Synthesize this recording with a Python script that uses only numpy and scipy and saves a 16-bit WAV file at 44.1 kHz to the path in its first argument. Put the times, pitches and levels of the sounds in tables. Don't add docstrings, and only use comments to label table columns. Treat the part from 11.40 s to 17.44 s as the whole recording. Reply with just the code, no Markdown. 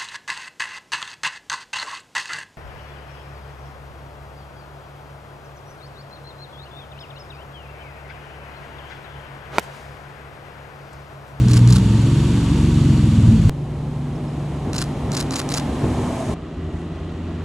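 import sys
import numpy as np
from scipy import signal
from scipy.fft import rfft, irfft
from scipy.io import wavfile
from scipy.ndimage import uniform_filter1d

SR = 44100
rng = np.random.default_rng(int(sys.argv[2]) if len(sys.argv) > 2 else 0)


def inscribe(sig):
    pcm = np.round(np.clip(np.atleast_2d(sig).T, -1, 1) * 32767)
    wavfile.write(sys.argv[1], SR, pcm.astype(np.int16))


N = 266364
TIME = np.arange(N) / SR
BOOM_HZ, KNOCK_HZ = (35, 130), (170, 450)

CAR_TIMES = [0, 2.0952, 4.942, 6.1]
# f/Hz, side
# against middle/dB
NOISE_WIDTH = [(60, -61), (200, -33), (380, -17), (600, -8.5), (1200, -15), (2200, -13), (4400, -1.5),
               (8000, -13), (11000, 3.5), (13000, 24)]
# t/s, level/dB, extra boom/dB
PLANK_HITS = [(0.317, -26, 0), (1.839, -35, 0), (1.884, -23, 0), (2.06, -31, 0), (2.768, -22.5, 2),
              (3.25, -23, 1), (3.282, -16, 4), (3.317, -22, 4), (3.656, -17, 7), (3.685, -16, 2),
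              (3.83, -19.5, 8), (4.257, -20, 7), (4.313, -19.5, 8), (4.439, -11, 3.5), (4.514, -15, 6),
              (4.591, -14.5, 2), (4.664, -15, 2), (4.898, -13.5, 7)]

# t/s, speed/(turns per s)
ROADSTER_REVS = [(0.0, 20.84), (0.12, 20.01), (0.24, 19.69), (0.38, 20.88), (0.52, 22.27), (0.7, 22.75),
                 (0.9, 23.33), (1.3, 23.37), (1.45, 22.9), (1.6, 21.59), (1.75, 20.55), (1.9, 18.8),
                 (2.1, 17.03)]
# t/s, level/dB
EXHAUST_NOTE = [(0, -15), (.3, -8), (.47, -25.5), (.6, -22.5), (.77, -16), (.98, -28.5), (1.12, -21),
                (1.3, -21), (1.52, -16), (1.73, -23.5), (1.89, -11), (2, -25), (2.07, -16)]
# order, level/dB, swing/dB, crest t/s, crest spacing/s, echo share (0-1), dip t/s
EXHAUST_ORDERS = [(2, -37.5, 7.0, 1.23, 1.7, 0.1, 1.09), (3, -19, 1, 0.28, 0.85, 0.24, 1),
                  (4, -25.0, 6.5, 1.76, 2.03, 0.2, 1.16), (5, -24.5, 4.5, 0.67, 1.3, 0.25, 1.175),
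                  (7, -28, 7.5, 2.35, 5.8, 0.1, 1.05), (8, -32, 11, 1.07, 1.7, 0, 0.93),
                  (9, -29.0, 9.5, 0.33, 1.65, 0.37, 1.1), (10, -26.5, 5.0, 1.28, 2.0, 0.2, 1.06),
                  (11, -29, 6, 1.64, 1.97, 0.14, 0.81), (12, -24, 3.5, 0.88, 1.02, 0.36, 0.875),
                  (13, -34, 10, 1.3, 2.9, 0.02, 1.08), (14, -32, 6, 1.63, 2.5, 0.16, 1.1),
                  (15, -27.5, 2.0, 0.053, 0.7, 0.09, 1)]
# order, t/s, boost/dB
ORDER_FLARES = [(3, .32, 3), (9, .34, 8), (7, 1.35, 4), (12, 1.92, 1.5)]
# f/Hz, level/dB
TAILPIPE = [(45.0, 4.5), (60.0, -7.5), (85.0, -4.0), (108.0, 5), (130.0, -3), (165.0, 0), (195.0, -6.5),
            (222.0, 2), (250.0, -11.5), (280.0, -6.5), (310.0, -6.5), (345.0, -7), (420.0, -9)]
# f/Hz, level/dB
BURBLE_COLOUR = [(50, -9), (80, -5.5), (105, 5), (130, -5), (175, 3.5), (215, -3), (250, -5.5), (300, -6.5),
                 (360, -9)]
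# f/Hz, level/dB
ROADSTER_RUMBLE = [(20, -31), (35, -36), (55, -3), (110, -14.5), (220, -2.5), (320, -4), (420, -17),
                   (600, -18)]
ROADSTER_ROLL = [(260, -6), (450, 2), (620, -19.5), (760, -17), (910, -9.5), (1040, -9), (1130, -10.5),
                 (1760, -11.5), (3120, -6.5), (4440, -13.5), (4990, -15.5), (7100, -12), (11600, -24.5),
                 (12400, -44), (13000, -54), (15000, -90)]
# f/Hz, width/Hz, boost/dB
ENGINE_BAY = [(930, 66, 3), (1140, 40, 7), (2930, 400, 0), (3800, 270, 1), (4470, 220, 5)]
# t/s, f/Hz, level/dB
ROADSTER_WHINE = [(0, 920, -49), (.45, 900, -42.5), (.8, 900, -56), (1.2, 930, -41), (1.3, 986, -47),
                  (1.45, 957, -59), (2.1, 898, -61)]

# t/s, level/dB
PHOTOS = [(0.134, -1), (0.3249, -1), (3.3819, -1), (3.768, 0), (3.958, 0), (4.14, 1)]
# t/s from the mirror stop, level/dB, ring time/s
CAMERA_STROKES = [(-.0498, -18.5, 0.0071), (-.04, -33.5, 0.054), (-.033, -29, 0.017), (-.0236, -25.5, .016),
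                  (-.0192, -23, 0.022), (-.0045, -29, 0.011), (0, -12, 0.0051), (.0035, -14.5, 0.0056),
                  (.0065, -20.5, 0.016), (.015, -35.5, 0.091), (0.0258, -30.5, 0.045), (0.0334, -19, 0.016),
                  (0.0375, -16.5, 0.008), (.0415, -17.5, .013), (0.0575, -23, .01)]
# f/Hz, level/dB, ring time/s
MIRROR_TONES = [(4075, -1, 0.026), (5690, 12, 0.01), (7030, 6.5, 0.013), (8000, -5, 0.013)]
# t/s from the mirror stop, level/dB
MIRROR_KNOCKS = [(-.05, -24), (0, -17), (.0065, -29)]
# f/Hz, level/dB
CAMERA_COLOUR = [(710, -9), (1200, 3), (1650, 1), (1880, -5), (2890, -6.5), (3280, -9), (4200, -2.5),
                 (5850, -6.5), (6240, -4.5), (6650, -4.5), (7650, -5.5), (8330, -10.5), (10900, -12),
                 (12900, -29.5), (15500, -37)]
# f/Hz, side against middle/dB
CAMERA_WIDTH = [(1200, -16), (2500, -1), (4500, 0), (6500, -11), (8500, -7), (11000, 2), (13000, 17)]
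# f/Hz, level/dB, ring time/s
BOARD_TONES = [(68.5, 10, 0.16), (120.1, 3, 0.038), (240.3, 5.5, 0.17), (390, 5.5, 0.054), (448, 6.5, 0.18),
               (655, -2, 0.015), (1017, -4, 0.058)]

# f/Hz, level/dB
COUPE_BOOM = [(20, -27), (35, -25), (50, -2), (75, 6), (120, 5), (150, 1.5), (200, -6.5)]
COUPE_KNOCK = [(90, -15), (150, -9.5), (200, -3), (250, -3), (290, -3.5), (350, -5), (450, -11.5),
               (650, -26.5)]
COUPE_ROLL = [(260, -29), (450, -5.5), (650, -2.5), (850, -4.5), (1100, -10.5), (1500, -17), (2400, -18),
              (3600, -22), (5000, -29), (6300, -28), (9000, -31.5), (11500, -36.5), (13000, -56),
              (15000, -76)]
# order, level/dB
COUPE_ENGINE = [(4, -12.5), (5, -9), (6, -6), (8, -22), (10, -2.5), (12, 4.5), (13, -14.5), (14, -7.5)]
# t/s, f/Hz, level/dB
COUPE_DECK_HUM = [(2.1, 248, -44), (2.78, 248, -34.5), (3.1, 255, -43.5), (3.95, 266, -33),
                  (4.25, 256, -37.5), (4.45, 248.8, -27), (4.68, 246.4, -28), (4.85, 250, -35.5)]
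# t/s, f/Hz, level/dB
BIRD_CHIPS = [(2.18, 5100, -58), (2.22, 5150, -59), (2.47, 5100, -60), (2.515, 5100, -60),
              (2.76, 5200, -52), (2.885, 5200, -49)]
# f/Hz, level/dB
GRIT_COLOUR = [(3000, -22), (5000, -5), (6500, 1), (9000, -2), (11300, -9), (12400, -30), (14000, -55)]

# t/s, speed/(cycles per s), level/dB
OLD_THROTTLE = [(4.95, 20.9, -42), (5.1, 20.7, -40), (5.2, 20.6, -30), (5.3, 20.6, -27.5), (5.45, 21, -37),
                (5.65, 21.3, -30.5), (6.03, 21.2, -31)]
# order, level/dB
OLD_FIRING = [(3, -7), (4, 4)]
OLD_OVERTONES = [(7.5, -3), (8, 2), (11.2, -3), (15.5, -9), (18.5, -6)]
# f/Hz, level/dB
OLD_RUMBLE = [(20, -21), (35, -27), (55, 3), (80, -7), (115, -8), (160, 2.5), (200, -9), (245, -2.5),
              (390, -6), (480, -18), (650, -22.5)]
OLD_ROLL = [(260, -23), (450, -1), (530, -4), (680, -1.5), (900, -8), (1200, -7.5), (1600, -16.5),
            (2200, -22.5), (3000, -22), (4000, -28.5), (5000, -35.5), (7200, -36), (10000, -44.5),
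            (12000, -58), (13000, -78)]
# f/Hz, width/Hz, boost/dB
OLD_RING = [(1940, 110, 6)]


def amp(db):
    return 10 ** (np.asarray(db) / 20)


def unit(x):
    return x / np.sqrt(np.mean(x ** 2) + 1e-20)


def curves(rows):
    times, *columns = np.transpose(rows)
    return [np.interp(TIME, times, column) for column in columns]


def colour(points, hz):
    f, db = np.transpose(points)
    return amp(np.interp(np.log(hz + 1), np.log(f), db))


def add(mix, s, sound):
    part = mix[max(round(s * SR), 0):][:len(sound)]
    part += sound[:len(part)]


def wander(rate_hz, steps=8000):
    hz = np.fft.rfftfreq(steps, TIME[-1] / steps)
    spectrum = rfft(rng.standard_normal(steps)) * np.exp(-(hz / rate_hz) ** 2)
    return np.interp(TIME, np.linspace(0, TIME[-1], steps), unit(irfft(spectrum, steps)))


def spread(pair, gain, width, lag_share):
    hz = np.fft.rfftfreq(N, 1 / SR)
    direct, scattered = rfft(pair) * gain
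    side = colour(width, hz) * (-1j * lag_share * direct + np.sqrt(1 - lag_share ** 2) * scattered)
    return irfft(np.array([direct + side, direct - side]), N)


def band_noise(spectrum, level_db, band_hz, edges_hz=None, grain_db=0, resonances=()):
    hz = np.fft.rfftfreq(N, 1 / SR) + 1e-3
    gain = colour(spectrum, hz) / np.sqrt(1 + (hz / spectrum[-1][0]) ** 4)
    for centre, width, db in resonances:
        gain = gain * amp(db / (1 + (2 * (hz - centre) / width) ** 2))
    if edges_hz is not None:
        gain = gain / np.sqrt((1 + (edges_hz[0] / hz) ** 10) * (1 + (hz / edges_hz[1]) ** 10))
        ripple_db = .8 * unit(uniform_filter1d(rng.standard_normal(len(hz)), size=500))
        gain = gain * amp(ripple_db)
    gain = gain / np.sqrt(np.mean(gain ** 2 * (hz > band_hz[0]) * (hz < band_hz[1])))
    noise = unit(rng.standard_normal((2, N)) * amp(grain_db * wander(340)))
    return spread(noise, gain, NOISE_WIDTH, lag_share=0.21) * amp(level_db)


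def drone(hz, level_db, orders, rough, fade_db=1.0, blur=0.):
    turns = np.cumsum(hz * (1 + blur * wander(70.5))) / SR
    tones = 0
    for order, db in orders:
        gain = amp(db + fade_db * wander(3.7)) * (1 + rough * wander(58))
        tones = tones + gain * np.cos(2 * np.pi * (order * turns + rng.random()))
    return amp(level_db) * unit(tones)


def passing(closest_s, speed_m_per_s, gap_m):
    along_m = speed_m_per_s * (TIME - closest_s)
    distance_m = np.hypot(along_m, gap_m)
    doppler = 1 - speed_m_per_s * along_m / distance_m / 343
    return 20 * np.log10(gap_m / distance_m), doppler


def shaken(steady_db, jolt_db, boom_share=0, rise_s=0.013, settle_s=0.036):
    power = amp(steady_db) ** 2
    for s, db, boom_db in PLANK_HITS:
        since = TIME - s
        swell = np.exp(-np.maximum(-since / rise_s, since / settle_s))
        power = power + amp(db + jolt_db + boom_share * boom_db) ** 2 * swell
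    return 10 * np.log10(power)


def exhaust(beat_s=1.2, smear_turns=0.16, rough=0.059, throb=0.3, flare_s=.09, dip_every_s=.41):
    rate = curves(ROADSTER_REVS)[0]
    turns = np.cumsum(rate) / SR
    turns -= np.interp(beat_s, TIME, turns)

    def tone(order, unsteady, drift_turns=0):
        gain = np.sqrt(2) * (1 + unsteady * wander(21.3))
        phase = order * turns + smear_turns * rng.standard_normal() + drift_turns * wander(4)
        return gain * np.cos(2 * np.pi * phase)

    note = amp(curves(EXHAUST_NOTE)[0]) * tone(6, rough)
    for order, db, swing_db, crest_s, spacing_s, echo, dip_s in EXHAUST_ORDERS:
        level_db = db + swing_db * np.cos(2 * np.pi * (TIME - crest_s) / spacing_s)
        for flaring, s, boost_db in ORDER_FLARES:
            if flaring == order:
                level_db += boost_db * np.exp(-((TIME - s) / flare_s) ** 2)
        dips = abs(1 - echo * np.exp(2j * np.pi * (TIME - dip_s) / dip_every_s))
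        note += amp(level_db) * dips * colour(TAILPIPE, order * rate) * tone(order, rough)
    burble = sum(colour(BURBLE_COLOUR, order * rate) * tone(order, unsteady=0.6, drift_turns=.25)
                 for order in np.arange(2.5, 16))
    thud = 1 + throb * np.cos(2 * np.pi * turns)
    return note + amp(shaken(steady_db=-36, jolt_db=-4)) * burble * thud


def tyres(spectrum, roar_db, hiss_db, grain_db, resonances=()):
    roar = band_noise(spectrum, roar_db, (500, 1500), (430, 1750), grain_db, resonances)
    hiss = band_noise(spectrum, hiss_db, (2000, 12000), (1750, 15000), grain_db, resonances)
    return roar + hiss


def facing(db, until_s, fade_db_per_s):
    return db - fade_db_per_s * np.maximum(TIME - until_s, 0)


def roadster():
    near_db, doppler = passing(closest_s=0.9, speed_m_per_s=4.67, gap_m=3.03)
    deck = band_noise(ROADSTER_RUMBLE, shaken(steady_db=-27, jolt_db=-5), band_hz=(20, 600))
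    rush = tyres(ROADSTER_ROLL, roar_db=-40 + 0.61 * near_db, hiss_db=-38 + 0.54 * near_db,
                 grain_db=0.66, resonances=ENGINE_BAY)
    turns = np.cumsum(curves(ROADSTER_REVS)[0]) / SR
    puffing = 1 + 0.046 * np.cos(2 * np.pi * turns)
    hum_db = facing(db=-40, until_s=0.47, fade_db_per_s=36)
    hum = drone(428.076 * doppler, hum_db, [(1, 0)], rough=0.1)
    tailpipe = exhaust()
    whine = drone(*curves(ROADSTER_WHINE), [(1, 0)], rough=.9, blur=.035)
    return tailpipe + deck + rush * puffing + hum + whine


def camera(rise_s=0.00092, echo_db=-29, echo_ring_s=0.24, alike=0.55, lead_s=.06):
    t = np.arange(SR // 3) / SR
    power, snaps = np.zeros(len(t)), np.zeros((2, N))
    for delay, db, ring_s in CAMERA_STROKES:
        snap = (1 - np.exp(-t / rise_s)) * amp(3 - 60 * t / ring_s)
        echo = (1 - np.exp(-t / 0.0025)) * amp(echo_db - 60 * t / echo_ring_s)
        add(power, lead_s + delay, amp(db) ** 2 * (snap ** 2 + echo ** 2))
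    shared_rattle = rng.standard_normal((2, len(t)))
    ring = sum(amp(db - 60 * t / ring_s) * np.sin(2 * np.pi * hz * t) for hz, db, ring_s in MIRROR_TONES)
    for s, db in PHOTOS:
        for delay, knock_db in MIRROR_KNOCKS:
            add(snaps[0], s + delay, amp(db + knock_db - 15) * ring)
        rattle = alike * shared_rattle + np.sqrt(1 - alike ** 2) * rng.standard_normal((2, len(t)))
        for channel, part in zip(snaps, rattle):
            add(channel, s - lead_s, amp(db) * np.sqrt(power) * part)
    hz = np.fft.rfftfreq(N, 1 / SR)
    body = colour(CAMERA_COLOUR, hz) * hz ** 2 / (hz ** 2 + 900 ** 2)
    return spread(snaps, unit(body), CAMERA_WIDTH, lag_share=0.85)


def loose_planks(detune=0.049):
    t, out = np.arange(SR // 5) / SR, np.zeros(N)
    for s, db, _ in PLANK_HITS:
        ring = np.zeros(len(t))
        for hz, tone_db, ring_s in BOARD_TONES:
            pitch_hz = hz * (1 + detune * rng.standard_normal())
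            ring += amp(tone_db - 60 * t / ring_s) * np.sin(2 * np.pi * pitch_hz * t)
        ring *= 1 - np.exp(-t / 0.0019)
        add(out, s, amp(db - 8.5) * ring / abs(ring).max())
    return out


def click(db=-8, decay_s=0.0018):
    since = np.maximum(TIME - CAR_TIMES[1], 0)
    return amp(db) * (since > 0) * np.exp(-since / decay_s)


def coupe(cycles_per_s=12.03):
    near_db, _ = passing(closest_s=4.55, speed_m_per_s=4.8, gap_m=4.46)
    boom_db = shaken(steady_db=-34 + 0.24 * near_db, jolt_db=-16.5, boom_share=0.96)
    knock_db = shaken(steady_db=-29.5 + 0.72 * near_db, jolt_db=-12.5)
    roar_db = shaken(steady_db=-33.5 + 1.12 * near_db, jolt_db=-20.5, boom_share=-1.2)
    deck = band_noise(COUPE_BOOM, boom_db, BOOM_HZ) + band_noise(COUPE_KNOCK, knock_db, KNOCK_HZ)
    rolling = tyres(COUPE_ROLL, roar_db, hiss_db=-43.5 + 1.15 * near_db, grain_db=0.44)
    fizz = grit(peak_db=-49, peak_s=4.79, swell_s=0.31)
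    engine_db = facing(db=-27, until_s=3.2, fade_db_per_s=3.5)
    engine = drone(cycles_per_s, engine_db, COUPE_ENGINE, rough=0.16)
    tread = tread_note()
    deck_hum = drone(*curves(COUPE_DECK_HUM), [(0.99, 0)], rough=0.39)
    return deck + rolling + fizz + engine + tread + deck_hum


def bird(fall=0.039):
    slide, out = np.linspace(-1, 1, SR // 60), np.zeros(N)
    for s, hz, db in BIRD_CHIPS:
        turns = np.cumsum(hz * (1 - fall * slide)) / SR
        chip = amp(db) * np.hanning(len(slide)) * np.sin(2 * np.pi * turns)
        add(out, s - len(chip) / 2 / SR, chip)
    return out


def grit(peak_db, peak_s, swell_s):
    level_db = peak_db - 20 * np.log10(1 + ((TIME - peak_s) / swell_s) ** 2)
    return band_noise(GRIT_COLOUR, level_db, band_hz=(5500, 11000), grain_db=2.0)


def tread_note(hz=660, fall=.025, peak_db=-33.5, peak_s=4.77, swell_s=.15):
    progress = (TIME - peak_s) / swell_s
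    swell = 1 / (1 + progress ** 4)
    pitch_hz = hz * (1 - fall * np.tanh(progress))
    return swell * drone(pitch_hz, peak_db, [(1, 0)], rough=.55, blur=.007)


def old_car(approach_db_per_s=3.0):
    rate, engine_db = curves(OLD_THROTTLE)
    nearer_db = approach_db_per_s * np.maximum(TIME - CAR_TIMES[2], 0)
    rumble_db = -34.5 + 0.12 * (engine_db - engine_db[-1])
    deck = band_noise(OLD_RUMBLE, rumble_db, KNOCK_HZ)
    rolling = tyres(OLD_ROLL, roar_db=-44.5 + .5 * nearer_db, hiss_db=-53.5 + nearer_db,
                    grain_db=0.9, resonances=OLD_RING)
    fizz = grit(peak_db=-63.5, peak_s=5.39, swell_s=.08)
    firing = drone(rate, engine_db, OLD_FIRING, rough=.35, fade_db=.6)
    hum = drone(rate, -35, OLD_OVERTONES, rough=0.17)
    return deck + rolling + fizz + firing + hum


def scene():
    cars = 0
    for car, start, end in zip((roadster(), coupe(), old_car()), CAR_TIMES, CAR_TIMES[1:]):
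        heard = uniform_filter1d(1. * ((TIME >= start) & (TIME < end)), size=130)
        cars = cars + car * heard
    return cars + click() + loose_planks() + camera() + bird()


def record(dry):
    rounded = dry / (1 + (dry / .95) ** 8) ** (1 / 8)
    lowpass = signal.firwin(511, 16200, window=("kaiser", 9), fs=SR)
    return signal.oaconvolve(rounded, lowpass[None], "same")


dry = scene()
out = record(dry)
inscribe(out)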